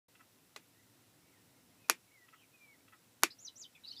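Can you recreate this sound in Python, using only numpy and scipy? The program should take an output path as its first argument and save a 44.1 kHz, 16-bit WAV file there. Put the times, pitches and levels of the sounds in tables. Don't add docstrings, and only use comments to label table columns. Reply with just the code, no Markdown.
import sys
import numpy as np
from scipy import signal
from scipy.fft import rfft, irfft
from scipy.io import wavfile

SR = 44100
rng = np.random.default_rng(int(sys.argv[2]) if len(sys.argv) > 2 else 0)


def linear_from_db(decibels):
    return 10 ** (np.asarray(decibels, float) / 20)


def wrap_up_sound(samples):
    columns = np.atleast_2d(samples).T
    tamed = np.clip(columns, -1, 1)
    steps = np.round(tamed * 32767).astype(np.int16)
    wavfile.write(sys.argv[1], SR, steps)


N = 176400


def unit(x):
    return x / np.sqrt(np.mean(x ** 2))


def on_log(hz, table):
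    table = np.array(table, float)
    return np.interp(np.log(hz), np.log(table[:, 0]), table[:, 1])


def band(hz, width, size=N):
    f = np.fft.rfftfreq(size, 1 / SR)
    bell = np.exp(-.5 * ((f - hz) / width) ** 2)
    return unit(irfft(rfft(rng.standard_normal(size)) * bell, size))


def walk(rate, size=N):
    return band(0, rate, size=size)


def ring(modes, t):
    out = 0
    for hz, db, t60 in modes:
        out = out + linear_from_db(db) * np.sin(2 * np.pi * hz * t) * linear_from_db(-60 * t.clip(0) / t60)
    return out * (t > 0)


def add(out, start, x):
    i = int(start * SR)
    out[i:i + len(x)] += x[:N - i]


# pitch [Hz], level per Hz [dB].
AIR = [(18, -49), (30, -22.5), (118, 1.5), (273, 0.5), (554, -5.5), (1720, -9.5), (2230, -9.5),
       (14000, -13), (16000, -14)]
# pitch [Hz], width [Hz], level [dB].
DRONES = [(108, 16, -83), (276.6, 50, -81.5)]
# time [s], level [dB].
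TRAFFIC = [(0, 0.5), (.6, 0), (1.0, 2), (1.8, 3), (2.099, -1.5), (2.65, -0.5), (2.9, 1), (3.302, 0), (4, 1)]


def air():
    out = 0
    swell = np.interp(np.arange(N) / SR, *np.array(TRAFFIC, float).T)
    for hz in 30 * 2 ** np.arange(0, 9.3, .5):
        traffic_share = min(400 / hz, 1)
        drift_db = traffic_share * (swell + walk(7.1)) + 0.25 * walk(8)
        out = out + linear_from_db(on_log(hz, AIR) + drift_db) * hz ** .5 * band(hz, hz / 6)
    drones = sum(linear_from_db(db + swell + 0.96 * walk(1.6)) * band(hz, width / 2) for hz, width, db in DRONES)
    return linear_from_db(-68) * unit(out) + drones


def sing(hz, gain):
    return gain * np.sqrt(2) * np.sin(2 * np.pi * np.cumsum(hz) / SR)


# time [s], pitch [Hz], level [dB].
ARCHES = [
    [(3.385, 5850, -65), (3.395, 6000, -59.5), (3.399, 6350, -59), (3.404, 6870, -60), (3.42, 6850, -63),
     (3.431, 6860, -57), (3.437, 7080, -62), (3.443, 6900, -61), (3.448, 6200, -59)],
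    [(3.447, 6440, -53), (3.454, 5840, -45.5), (3.463, 5980, -50.5), (3.468, 5100, -53), (3.474, 4860, -48),
     (3.478, 4020, -47.5), (3.484, 3830, -47), (3.489, 3200, -60), (3.497, 2950, -60.5)],
    [(3.555, 6080, -66), (3.562, 5770, -60), (3.568, 5860, -53), (3.574, 6570, -60), (3.58, 7330, -55),
     (3.588, 7650, -61), (3.597, 7450, -57.5), (3.601, 6840, -52), (3.604, 6600, -60)],
    [(3.602, 6670, -58), (3.611, 6800, -56.5), (3.617, 6230, -47.5), (3.622, 5600, -52.5),
     (3.625, 4820, -53), (3.633, 5000, -51.5), (3.637, 4030, -54), (3.644, 3740, -52), (3.649, 3150, -59)],
    [(3.648, 3200, -62.5), (3.655, 3120, -53.5), (3.662, 2983, -65.5), (3.672, 3000, -79.5)],
]
# time [s], pitch [Hz], level [dB].
WHISTLES = [
    [(2.103, 1933, -81), (2.118, 2220, -73), (2.132, 2272, -74), (2.142, 2249, -68.5), (2.188, 2004, -70),
     (2.244, 1927, -69), (2.27, 1850, -77)],
    [(2.53, 2500, -81.5), (2.548, 2520, -64.5), (2.578, 2430, -81), (2.608, 2398, -65.5),
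     (2.728, 2206, -66.5), (2.754, 1900, -72.5), (2.765, 1944, -90.5)],
]


def sing_phrases(out, phrases, wobble):
    for rows in phrases:
        s, hz, db = np.array(rows, float).T
        u = np.arange(s[0], s[-1], 1 / SR)
        bend = 1 + wobble * walk(206, size=16384)[:len(u)]
        edge = (np.minimum(u - u[0], u[-1] - u) / 0.0018).clip(0, 1)
        add(out, u[0], sing(np.interp(u, s, hz) * bend, edge * linear_from_db(np.interp(u, s, db))))


# start [s], length [s], start pitch [Hz], end pitch [Hz], level [dB].
CHATTER = [(3.302, .007, 3700, 4700, -61), (3.305, .013, 4800, 5250, -58), (3.306, .012, 3900, 4300, -57),
           (3.315, .013, 4100, 4700, -59), (3.318, .01, 5200, 4600, -62), (3.33, .008, 5250, 4800, -66),
           (3.747, .014, 3900, 3200, -73), (3.748, .013, 2650, 2650, -66), (3.758, .024, 2400, 2300, -65),
           (3.837, .01, 3900, 3900, -57), (3.839, .033, 2980, 2620, -67), (3.845, .013, 3850, 4050, -51),
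           (3.856, .011, 3950, 3850, -60), (3.857, .012, 5600, 4400, -65), (3.866, .031, 4330, 5000, -56),
           (3.873, .01, 3900, 3850, -63), (3.888, .021, 3950, 3890, -51), (3.906, .014, 4400, 4250, -49),
           (3.915, .025, 2950, 3150, -62), (3.916, .02, 5800, 6000, -67), (3.918, .012, 4400, 3700, -57),
           (3.926, .014, 5600, 4500, -59), (3.932, .02, 4200, 3900, -62), (3.935, .011, 5100, 3900, -62),
           (3.949, .006, 4000, 4100, -58), (3.952, .012, 6200, 5200, -67), (3.957, .016, 4150, 4600, -56),
           (3.965, .012, 3530, 3600, -56), (3.977, .022, 4950, 5050, -54), (3.979, .02, 3600, 3700, -62),
           (3.975, .016, 4400, 4600, -63), (3.992, .012, 4500, 3950, -53)]
# start [s], length [s], start pitch [Hz], end pitch [Hz], level [dB].
FAR = [(0.622, 0.046, 2260, 2290, -82.5), (0.685, .032, 2320, 2260, -83), (0.732, 0.052, 1790, 1900, -79.5),
       (.783, 0.028, 1980, 1980, -77), (0.804, 0.035, 2070, 2080, -83), (1.22, 0.12, 2212, 2320, -82),
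       (1.325, 0.03, 2320, 1910, -79), (1.35, 0.071, 1870, 1814, -81), (1.532, 0.084, 2120, 2180, -85),
       (1.706, 0.032, 2215, 2050, -80), (1.775, 0.019, 2456, 2620, -81), (1.786, 0.05, 2580, 2560, -80.5),
       (1.842, .018, 2520, 2400, -72), (1.854, .03, 2600, 2660, -82.5), (2.073, 0.028, 2220, 2260, -79),
       (2.35, 0.071, 2970, 3060, -73.5), (2.395, .05, 2900, 2450, -73), (2.418, 0.037, 2520, 2180, -74),
       (2.781, 0.033, 2200, 2284, -82)]


def sing_notes(out, notes, rasp_hz, rasp_above_hz=0):
    for s, length, hz0, hz1, db in notes:
        u = np.linspace(0, 1, int(length * SR))
        flutter = linear_from_db(3.5 * walk(160, size=8192)[:len(u)])
        rasp = rasp_hz * (hz0 > rasp_above_hz) * walk(260, size=8192)[:len(u)]
        swell = np.sin(np.pi * u) ** 0.27
        add(out, s, sing(hz0 + (hz1 - hz0) * u + rasp, linear_from_db(db) * flutter * swell))


def cluck_voice(u, hz, multiple):
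    tone = sing(multiple * hz * (1 + 0.05 * (.5 - u)), 0.71)
    return tone + linear_from_db(-5) * band(multiple * hz, hz / 2, size=4096)[:len(u)]


# start [s], first level [dB], second level [dB], pitch [Hz].
CLUCKS = [
    (0.149, -64.5, -57.5, 660),
    (2.281, -65, -56, 654),
    (2.877, -67, -55.5, 654),
]
# multiple of the pitch [times], first level [dB], second level [dB].
CLUCK_PARTIALS = [(2, 6, -4.5), (3, 4.5, -8.5), (4, 7, -13.5), (5, 1, -23.5)]


def cluck(out):
    gap_s, first_s, second_s = .038, 0.017, 0.04
    u = np.linspace(0, 1, int(first_s * SR))
    w = np.linspace(0, 1, int(second_s * SR))
    first_shape = np.sin(np.pi * u) ** 2 * (1 - u)
    second_shape = np.sin(np.pi * w ** 1.03) ** 2
    for s, db1, db2, hz in CLUCKS:
        for multiple, rel1_db, rel2_db in CLUCK_PARTIALS:
            add(out, s, cluck_voice(u, hz, multiple) * linear_from_db(db1 + rel1_db) * first_shape)
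            add(out, s + gap_s, cluck_voice(w, hz, multiple) * linear_from_db(db2 + rel2_db) * second_shape)


def birds():
    near, far = np.zeros(N), np.zeros(N)
    sing_phrases(near, ARCHES, wobble=.022 * 1.15)
    sing_phrases(far, WHISTLES, wobble=.022 * 0.15)
    sing_notes(near, CHATTER, rasp_hz=100)
    sing_notes(far, FAR, rasp_hz=170, rasp_above_hz=2700)
    cluck(far)
    direct = near * linear_from_db(2.0 * walk(140)) + far * linear_from_db(0.84 * walk(34))
    lag = np.arange(8192) / SR
    yard_t60_s, yard_db = 0.1, -6
    echo = rng.standard_normal(len(lag)) * linear_from_db(-60 * lag / yard_t60_s) * (lag > .004)
    echo = echo / np.sqrt(np.sum(echo ** 2))
    return direct + linear_from_db(yard_db) * signal.fftconvolve(direct, echo)[:N]


# pitch [Hz], level per Hz [dB].
TAIL = [(170, -11), (390, -6.5), (700, -11), (1400, -12), (2550, -5.5), (3500, -12.5), (6500, -9.5),
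        (14000, -18.5)]
# pitch [Hz], time to fall 60 dB [s].
TAIL_T60 = [(150, 0.25), (500, 0.079), (2000, 0.13), (6000, 0.094), (14000, 0.08)]
# pitch [Hz], level [dB], time to fall 60 dB [s].
CASE = [(336, 2, 0.055), (1220, -2.5, .05), (1468, 2, 0.036), (1813, -6.5, .05), (2120, -4, 0.063),
        (2380, -3, 0.08), (2564, -3.5, .07), (2735, -3, .06), (2910, -16.5, .06), (4520, -5.5, 0.066),
        (4740, -4, 0.041), (5160, -6, 0.023), (5600, -3.5, 0.062), (6900, -6, .04)]


def shed(t, case_db, tilt_db=0):
    early_db, early_t60_s, rise_s = 15, 0.0083, .0015
    tail = 0
    for hz in 150 * 2 ** np.arange(0, 6.8, .5):
        fall = linear_from_db(-60 * t / on_log(hz, TAIL_T60)) + linear_from_db(early_db - 60 * t / early_t60_s)
        level_db = on_log(hz, TAIL) + tilt_db * np.log2(hz / 1000)
        tail = tail + linear_from_db(level_db) * hz ** .5 * band(hz, hz / 6, size=len(t)) * fall
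    tail = tail / np.sqrt(np.mean(tail[:441] ** 2))
    tail = tail + linear_from_db(case_db) * ring(CASE, t)
    return tail * (t / rise_s).clip(0, 1) ** 2


# start [s], level [dB].
TICKS = [
    (.5619, -38),
    (.5634, -39),
]
# pitch [Hz], level [dB], time to fall 60 dB [s].
CORE = [(3720, 12.5, 0.0036), (2950, 7, 0.0057), (1960, -3, 0.019), (2500, -8, 0.055), (1450, -3.5, 0.019),
        (1080, 5, 0.018), (304, -8, 0.1)]


def transformer_tick(out, t):
    rise_s = .0002
    for s, db in TICKS:
        add(out, s, linear_from_db(db) * ring(CORE, t) * (t / rise_s).clip(0, 1) / 2)
    add(out, TICKS[0][0], linear_from_db(-44.5) * shed(t, case_db=-31, tilt_db=-1.5))


# pitch [Hz], level [dB], time to fall 60 dB [s].
SPARK = [(10840, 0, .0013), (6810, 6.4, .00064)]
# delay [s], gain [times].
BOUNCES = [
    (0, 1),
    (.000186, .31),
    (.000392, -.42),
]


def spark_crack(t):
    return sum(gain * ring(SPARK, t - lag) for lag, gain in BOUNCES)


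def case_flex(t, flex_db, recoil_t60_s):
    flex_s, recoil_hz, push_s = .000128, 700, .00044
    flex = t / flex_s * np.exp(-.5 * (t / flex_s) ** 2)
    recoil = push_s / recoil_t60_s * ring([(recoil_hz, 0, recoil_t60_s)], t)
    return linear_from_db(flex_db) * flex - recoil


# start [s], spark [dB], case flex [dB], echo [dB], time for the case recoil to fall 60 dB [s].
PULSES = [
    (1.897993, -8.5, -7.3, -26, .0023),
    (3.234498, -7.9, -6, -24.5, .00084),
]


def energiser():
    out, t = np.zeros(N), np.arange(8192) / SR
    transformer_tick(out, t)
    buzz_s, buzz_db, buzz_hz = 0.0053, -27, 1770
    buzz_size = int(buzz_s * SR)
    for s, spark_db, flex_db, tail_db, recoil_t60_s in PULSES:
        u = t - s * SR % 1 / SR
        crack = linear_from_db(spark_db) * spark_crack(u)
        flex = case_flex(u - .00064, flex_db, recoil_t60_s)
        echo = linear_from_db(tail_db + 0.24) * shed(t, case_db=-7.5)
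        add(out, s, crack + flex + echo)
        buzz = band(buzz_hz, 1100, size=1024)[:buzz_size]
        add(out, s - buzz_size / SR, linear_from_db(tail_db + buzz_db) * buzz)
    mic_low = signal.butter(4, 261, "high", fs=SR, output="sos")
    mic_top = signal.butter(12, 15000, fs=SR, output="sos")
    return signal.sosfiltfilt(mic_top, signal.sosfilt(mic_low, out))


def scene():
    hiss_top = signal.ellip(10, .2, 70, 15450, fs=SR, output="sos")
    background = signal.sosfilt(hiss_top, air() + birds())
    return (background + energiser())[None]


def band_limit(x):
    return signal.sosfilt(signal.butter(12, 16500, fs=SR, output="sos"), x)


def record(dry):
    start_s, fade_s = 0.0822, 0.0032
    leak = linear_from_db(-44) * np.roll(dry, -512, axis=1)
    opening = ((np.arange(N) / SR - start_s) / fade_s).clip(0, 1)
    return band_limit((dry + leak) * opening)


dry = scene()
out = record(dry)
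wrap_up_sound(out)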